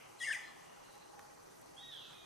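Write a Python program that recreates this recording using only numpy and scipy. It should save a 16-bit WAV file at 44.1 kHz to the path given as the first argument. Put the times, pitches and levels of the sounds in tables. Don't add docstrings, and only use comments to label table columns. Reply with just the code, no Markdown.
import sys
import numpy as np
from scipy import signal
from scipy.io import wavfile

SR = 44100
rng = np.random.default_rng(int(sys.argv[2]) if len(sys.argv) > 2 else 0)


def boost_factor(decibels):
    exponent = np.asarray(decibels, float) / 20
    return 10 ** exponent


def bounce(signal):
    frames = np.transpose(np.atleast_2d(signal))
    limited = np.clip(frames, -1, 1)
    pcm = np.round(limited * 32767).astype(np.int16)
    wavfile.write(sys.argv[1], SR, pcm)


N = 99225


def rms_one(x):
    return x / np.sqrt(np.mean(x ** 2) + 1e-20)


def at_hz(points, hz):
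    table_hz, value = np.array(points)[:, :2].T
    return np.interp(np.log(hz), np.log(table_hz), value)


def track(rows, edge_s=0.0043):
    s, *columns = np.transpose(rows)
    t = np.arange(N) / SR
    gate = np.clip(np.minimum(t - s[0], s[-1] - t) / edge_s + .5, 0, 1)
    lines = [np.interp(t, s, c) for c in columns]
    return lines[:-1] + [boost_factor(lines[-1]) * gate]


def drift(rate):
    r = np.exp(-2 * np.pi * rate / SR)
    slow = signal.lfilter([1], [1, -2 * r, r * r], rng.standard_normal(N + SR))
    return rms_one(slow[SR:])


def resonate(x, hz, width):
    r = np.exp(-np.pi * width / SR)
    zeros = [(1 - r * r) / 2, 0, (r * r - 1) / 2]
    poles = [1, -2 * r * np.cos(2 * np.pi * hz / SR), r * r]
    return signal.lfilter(zeros, poles, x + 1e-18)


def bandpass(x, order, low_hz, high_hz):
    return signal.sosfilt(signal.butter(order, [low_hz, high_hz], "band", fs=SR, output="sos"), x)


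def left_right(mid, side):
    return mid + side * [[1], [-1]]


def pan(x, db):
    return x * boost_factor(np.array([[db / 2], [-db / 2]]))


def narrow_noise(hz, width, side_db):
    once = resonate(rng.standard_normal((2, N)), hz, width)
    mid, side = rms_one(resonate(once, hz, width))
    return left_right(mid, boost_factor(side_db) * side)


# (frequency [Hz], relative density [dB per Hz])
AIR_SPECTRUM = [(15, -22), (25, -8), (45, -13), (90, -11), (135, -3.5), (180, -8), (400, -7.5), (700, -7.5),
                (1000, -4.5), (1250, -7), (1700, -13.5), (2400, -17.5), (3500, -21), (4900, -16.5),
                (6000, -19.5), (9000, -19.5), (12000, -24.5), (15000, -32)]
# (frequency [Hz], side minus mid [dB])
AIR_WIDTH = [(30, -23), (110, -4.5), (200, 2), (370, 9), (690, 6.5), (1260, -1.5), (2320, 1), (4260, -3),
             (7840, -7), (14400, -6.5)]
# (time [s], relative level [dB])
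AIR_RUSTLE = [(0.0, -63.5), (0.44, -61.5), (0.85, -64.5), (1.2, -62), (1.52, -65.5), (2.01, -66),
              (2.25, -66)]


def air(patchy_db):
    mids, sides = 0, 0
    edges = 20 * 2 ** (np.arange(30) / 3)
    white = rng.standard_normal((2, 2, N + SR // 4))
    rustle = track(AIR_RUSTLE, edge_s=1e-6)[0]
    rustle = rustle / rustle.mean()
    for k, (low, high) in enumerate(zip(edges, edges[1:])):
        mid, side = bandpass(white[k % 2], 2, low, high)[:, -N:]
        hz = np.sqrt(low * high)
        rustle_share = np.exp(-np.log2(hz / 950) ** 2 / 0.2)
        gain = boost_factor(at_hz(AIR_SPECTRUM, hz) + patchy_db * drift(15.3)) * rustle ** rustle_share
        mids = mids + gain * mid
        sides = sides + gain * boost_factor(at_hz(AIR_WIDTH, hz)) * side
    return left_right(mids, sides) / np.std(mids)


# (centre [Hz], width of each resonance [Hz], median mid level [dB])
INSECT_BANDS = [(5996, 650, -75), (6540, 100, -83)]


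def insects():
    return sum(boost_factor(db + 0.5 * drift(3.4)) * narrow_noise(hz, width, side_db=-6)
               for hz, width, db in INSECT_BANDS)


# (time [s], level [dB])
HUM_LEVEL = [(0.0, -70.5), (1.12, -65), (1.14, -57.5), (1.65, -76), (1.83, -60.5), (1.89, -73), (2.24, -71),
             (2.25, -77)]


def hum():
    return boost_factor(-5) * track(HUM_LEVEL, edge_s=1e-6)[0] * narrow_noise(821, 36.6, side_db=-16)


# (time [s], relative level [dB], resonance [Hz], width [Hz])
TICK_EVENTS = [(.93, -49.5, 9200, 5000), (0.9541, -48, 7870, 5000), (0.98, -48, 8430, 5000),
               (1.1928, -45, 1230, 685), (1.194, -49, 4600, 3980), (1.615, -48, 9500, 6040),
               (1.661, -52, 9000, 6000), (2.109, -53, 8000, 6000)]


def ticks():
    t, white = np.arange(N) / SR, rng.standard_normal(N)
    out = 0
    for s, db, hz, width in TICK_EVENTS:
        burst = white * (t >= s) * np.exp(-np.maximum(t - s, 0) * hz / 2.5)
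        out = out + boost_factor(db) * np.sqrt(SR / width) * resonate(burst, hz, width) / 2
    return out


# (start [s], length [s], centre [Hz], resonance width [Hz], median level at full swell [dB])
TWITTER_NOTES = [(0.76, 0.41, 4050, 490, -74), (0.418, 0.12, 4100, 290, -68), (2.07, 0.11, 1160, 990, -66),
                 (0.39, 0.83, 2840, 360, -74.5), (1.9, 0.098, 3350, 700, -59),
                 (1.677, 0.34, 2760, 640, -74), (1.85, 0.43, 3900, 370, -67), (1.05, 1, 1920, 61, -80.5)]


def twitter():
    t, out = np.arange(N) / SR, 0
    for s, length, hz, width, db in TWITTER_NOTES:
        swell = np.sin(np.pi * np.clip((t - s) / length, 0, 1))
        out = out + boost_factor(db + 2.35 * drift(13.4)) * swell * narrow_noise(hz, width, side_db=-5.5)
    return out


def earlier_echo():
    start_db, t60_s = -61.5, 0.94
    mid, side = rms_one(bandpass(rng.standard_normal((2, N)), 4, 1940, 3100))
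    return boost_factor(start_db - 60 * np.arange(N) / SR / t60_s) * left_right(mid, .6 * side)


# (frequency [Hz], T60 before the factor "longer" [s], relative level [dB])
FOREST_DECAY = [(1200, 0.67, 4), (1770, 0.97, -8), (2480, 0.59, 1), (3440, 0.72, 0.5), (5000, 0.74, 3),
                (9900, 0.47, -0.5)]


def forest(x, longer):
    echo_rise_s, alike = 0.0027, 0.68
    far_t60_s, far_db, far_cut_hz = 2.4, -15.5, 4200
    t = np.arange(2 * SR) / SR
    white = rng.standard_normal((3, 2 * SR))
    white = np.sqrt(alike) * white[0] + np.sqrt(1 - alike) * white[1:]
    edges = 700 * 2. ** np.arange(0, 4.6, .5)
    levels, tail = np.array(FOREST_DECAY)[:, ::2], 0
    for a, b in zip(edges, edges[1:]):
        hz = np.sqrt(a * b)
        t60 = longer * at_hz(FOREST_DECAY, hz)
        near = boost_factor(-60 * t / t60) / np.sqrt(t60)
        far = (hz < far_cut_hz) * boost_factor(far_db - 60 * t / far_t60_s)
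        tail = tail + boost_factor(at_hz(levels, hz)) * (near + far) * bandpass(white, 2, a, b)
    tail = tail * np.clip(t / echo_rise_s, 0, 1) * np.sqrt(2 * np.log(1000) / SR)
    return signal.fftconvolve(x[None], tail, axes=1)[:, :N]


# (time [s], pitch [Hz], rms level before the mix gains [dB])
WHISTLE_TRACK = [(1.762, 3153, -76), (1.772, 3247, -56.5), (1.782, 3380, -56), (1.81, 3760, -60.5),
                 (1.845, 3790, -53), (1.862, 3790, -55.5), (1.874, 3790, -66), (1.89, 3780, -57),
                 (1.92, 3550, -54), (1.958, 3250, -56), (2.0, 2900, -66), (2.045, 2650, -67.5),
                 (2.1, 2520, -77), (2.25, 2430, -72.5)]
# (start [s], length [s], from [Hz], to [Hz], rms level at full swell before the mix gains [dB])
CHIRP_GLIDES = [(.655, .075, 4020, 4380, -82), (0.667, 0.074, 2830, 2960, -76),
                (2.138, 0.17, 3710, 3690, -70)]


def far_birds():
    low_db, third_db, low_full_from_s = -12.5, -22, 1.81
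    (hz, size), t = track(WHISTLE_TRACK), np.arange(N) / SR
    p = 2 * np.pi * np.cumsum(hz) / SR
    low_rise = np.clip((t - low_full_from_s) / 0.015, .2, 1)
    low = boost_factor(low_db) * low_rise * np.sin(p / 2)
    third = boost_factor(third_db) * np.sin(3 * p / 2)
    out = size * (np.sin(p) + low + third)
    for s, length, start_hz, end_hz, db in CHIRP_GLIDES:
        u = np.clip((t - s) / length, 0, 1)
        glide_hz = start_hz + (end_hz - start_hz) * u
        out += boost_factor(db) * np.sin(np.pi * u) * np.sin(2 * np.pi * np.cumsum(glide_hz) / SR)
    return np.sqrt(2) * out


def jittered_phase(hz):
    return 2 * np.pi * np.cumsum(hz + 15.9 * drift(177)) / SR


# (time [s], pitch [Hz], level [dB])
LOW_VOICE = [(.198, 2050, -76), (.208, 1942, -46.5), (.22, 1881, -41), (.236, 1944, -39.5),
             (.245, 2051, -45), (.258, 2216, -43), (.267, 2008, -43), (.277, 1754, -41), (.29, 1765, -36),
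             (.300, 1737, -40.5), (.3055, 1568, -39.5), (.311, 1792, -33), (.322, 1743, -36.5),
             (.328, 1752, -47), (.334, 1630, -47.5), (.34, 1600, -45)]
# (time [s], pitch [Hz], level [dB])
HIGH_VOICE = [(.185, 4230, -77), (.195, 4070, -60), (.198, 3797, -68), (.203, 3383, -55.5),
              (.221, 3313, -51), (.23, 3031, -55), (.24, 2822, -50.5), (.25, 2776, -45.5),
              (.259, 2856, -65), (.263, 3442, -68), (.275, 3250, -59.5), (.295, 3288, -58.5),
              (.308, 3100, -63), (.313, 2940, -63)]
# (time [s], pitch [Hz], level [dB])
CLOSING_SLIDE = [(0.314, 3194, -65), (0.326, 2838, -45.5), (0.346, 2042, -44), (0.352, 1965, -39.5),
                 (0.354, 1990, -43), (0.36, 1864, -40.5), (0.37, 1930, -59)]
# (multiple of low, multiple of high, relative level [dB])
VOICE_SUM_TONES = [(1, 1, -13.5), (2, 1, -22), (1, 2, -24), (0, 2, -14), (0, 3, -13), (2, 0, -24.5),
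                   (3, 0, -24.5)]
# (multiple, relative level [dB])
SLIDE_PARTIALS = [(3, -19), (4, -33)]
# (time [s], level [dB])
BREATH_LEVEL = [(0.19, -67), (0.214, -51.5), (0.238, -49.5), (0.314, -57.5), (0.344, -46), (0.38, -77)]
# (centre [Hz], width [Hz], relative level [dB])
THROAT_RESONANCES = [(3170, 1140, -0.5), (5000, 250, -8.5), (6440, 1700, 0.5), (8650, 840, 4),
                     (9900, 2800, -12), (12200, 1800, -16)]


def breath_rasp():
    breath = rng.standard_normal(N) * boost_factor(3 * drift(160))
    rasp = 0
    for k, (hz, width, db) in enumerate(THROAT_RESONANCES):
        band = rms_one(resonate(resonate(breath, hz, width), hz, width))
        rasp = rasp + (-1) ** k * boost_factor(db) * band
    return track(BREATH_LEVEL)[0] * rms_one(rasp)


def toucan():
    low_hz, low = track(LOW_VOICE)
    high_hz, high = track(HIGH_VOICE)
    slide_hz, slide = track(CLOSING_SLIDE)
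    a, b, c = jittered_phase(low_hz), jittered_phase(high_hz), jittered_phase(slide_hz)

    def rough():
        return 1 + 0.42 * drift(390)

    voices = low * np.sin(a) + high * np.sin(b) + slide * np.sin(c)
    out = voices * (1 + .08 * drift(150))
    for m, n, db in VOICE_SUM_TONES:
        if m and n:
            size = np.sqrt(low * high)
        else:
            size = low if m else high
        out += boost_factor(db) * size * rough() * np.sin(m * a + n * b)
    for k, db in SLIDE_PARTIALS:
        out += boost_factor(db) * slide * rough() * np.sin(k * c)
    return np.sqrt(2) * out + breath_rasp()


def scene():
    call, far = toucan(), far_birds()
    out = boost_factor(-62) * air(patchy_db=1.73) + insects() + hum()
    out += ticks() + twitter() + earlier_echo()
    out += pan(boost_factor(-0.5) * far + boost_factor(8.5) * forest(far, longer=1.29), -3)
    out += pan(call, 4.5) + pan(boost_factor(3) * forest(call, longer=0.82), 0.99)
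    return out


def top_cut(x):
    return signal.sosfilt(signal.butter(12, 15010, fs=SR, output="sos"), x)


def record(dry):
    mix = signal.sosfilt(signal.cheby2(12, 60, 16223.9, fs=SR, output="sos"), dry)
    return top_cut(mix)


dry = scene()
out = record(dry)
bounce(out)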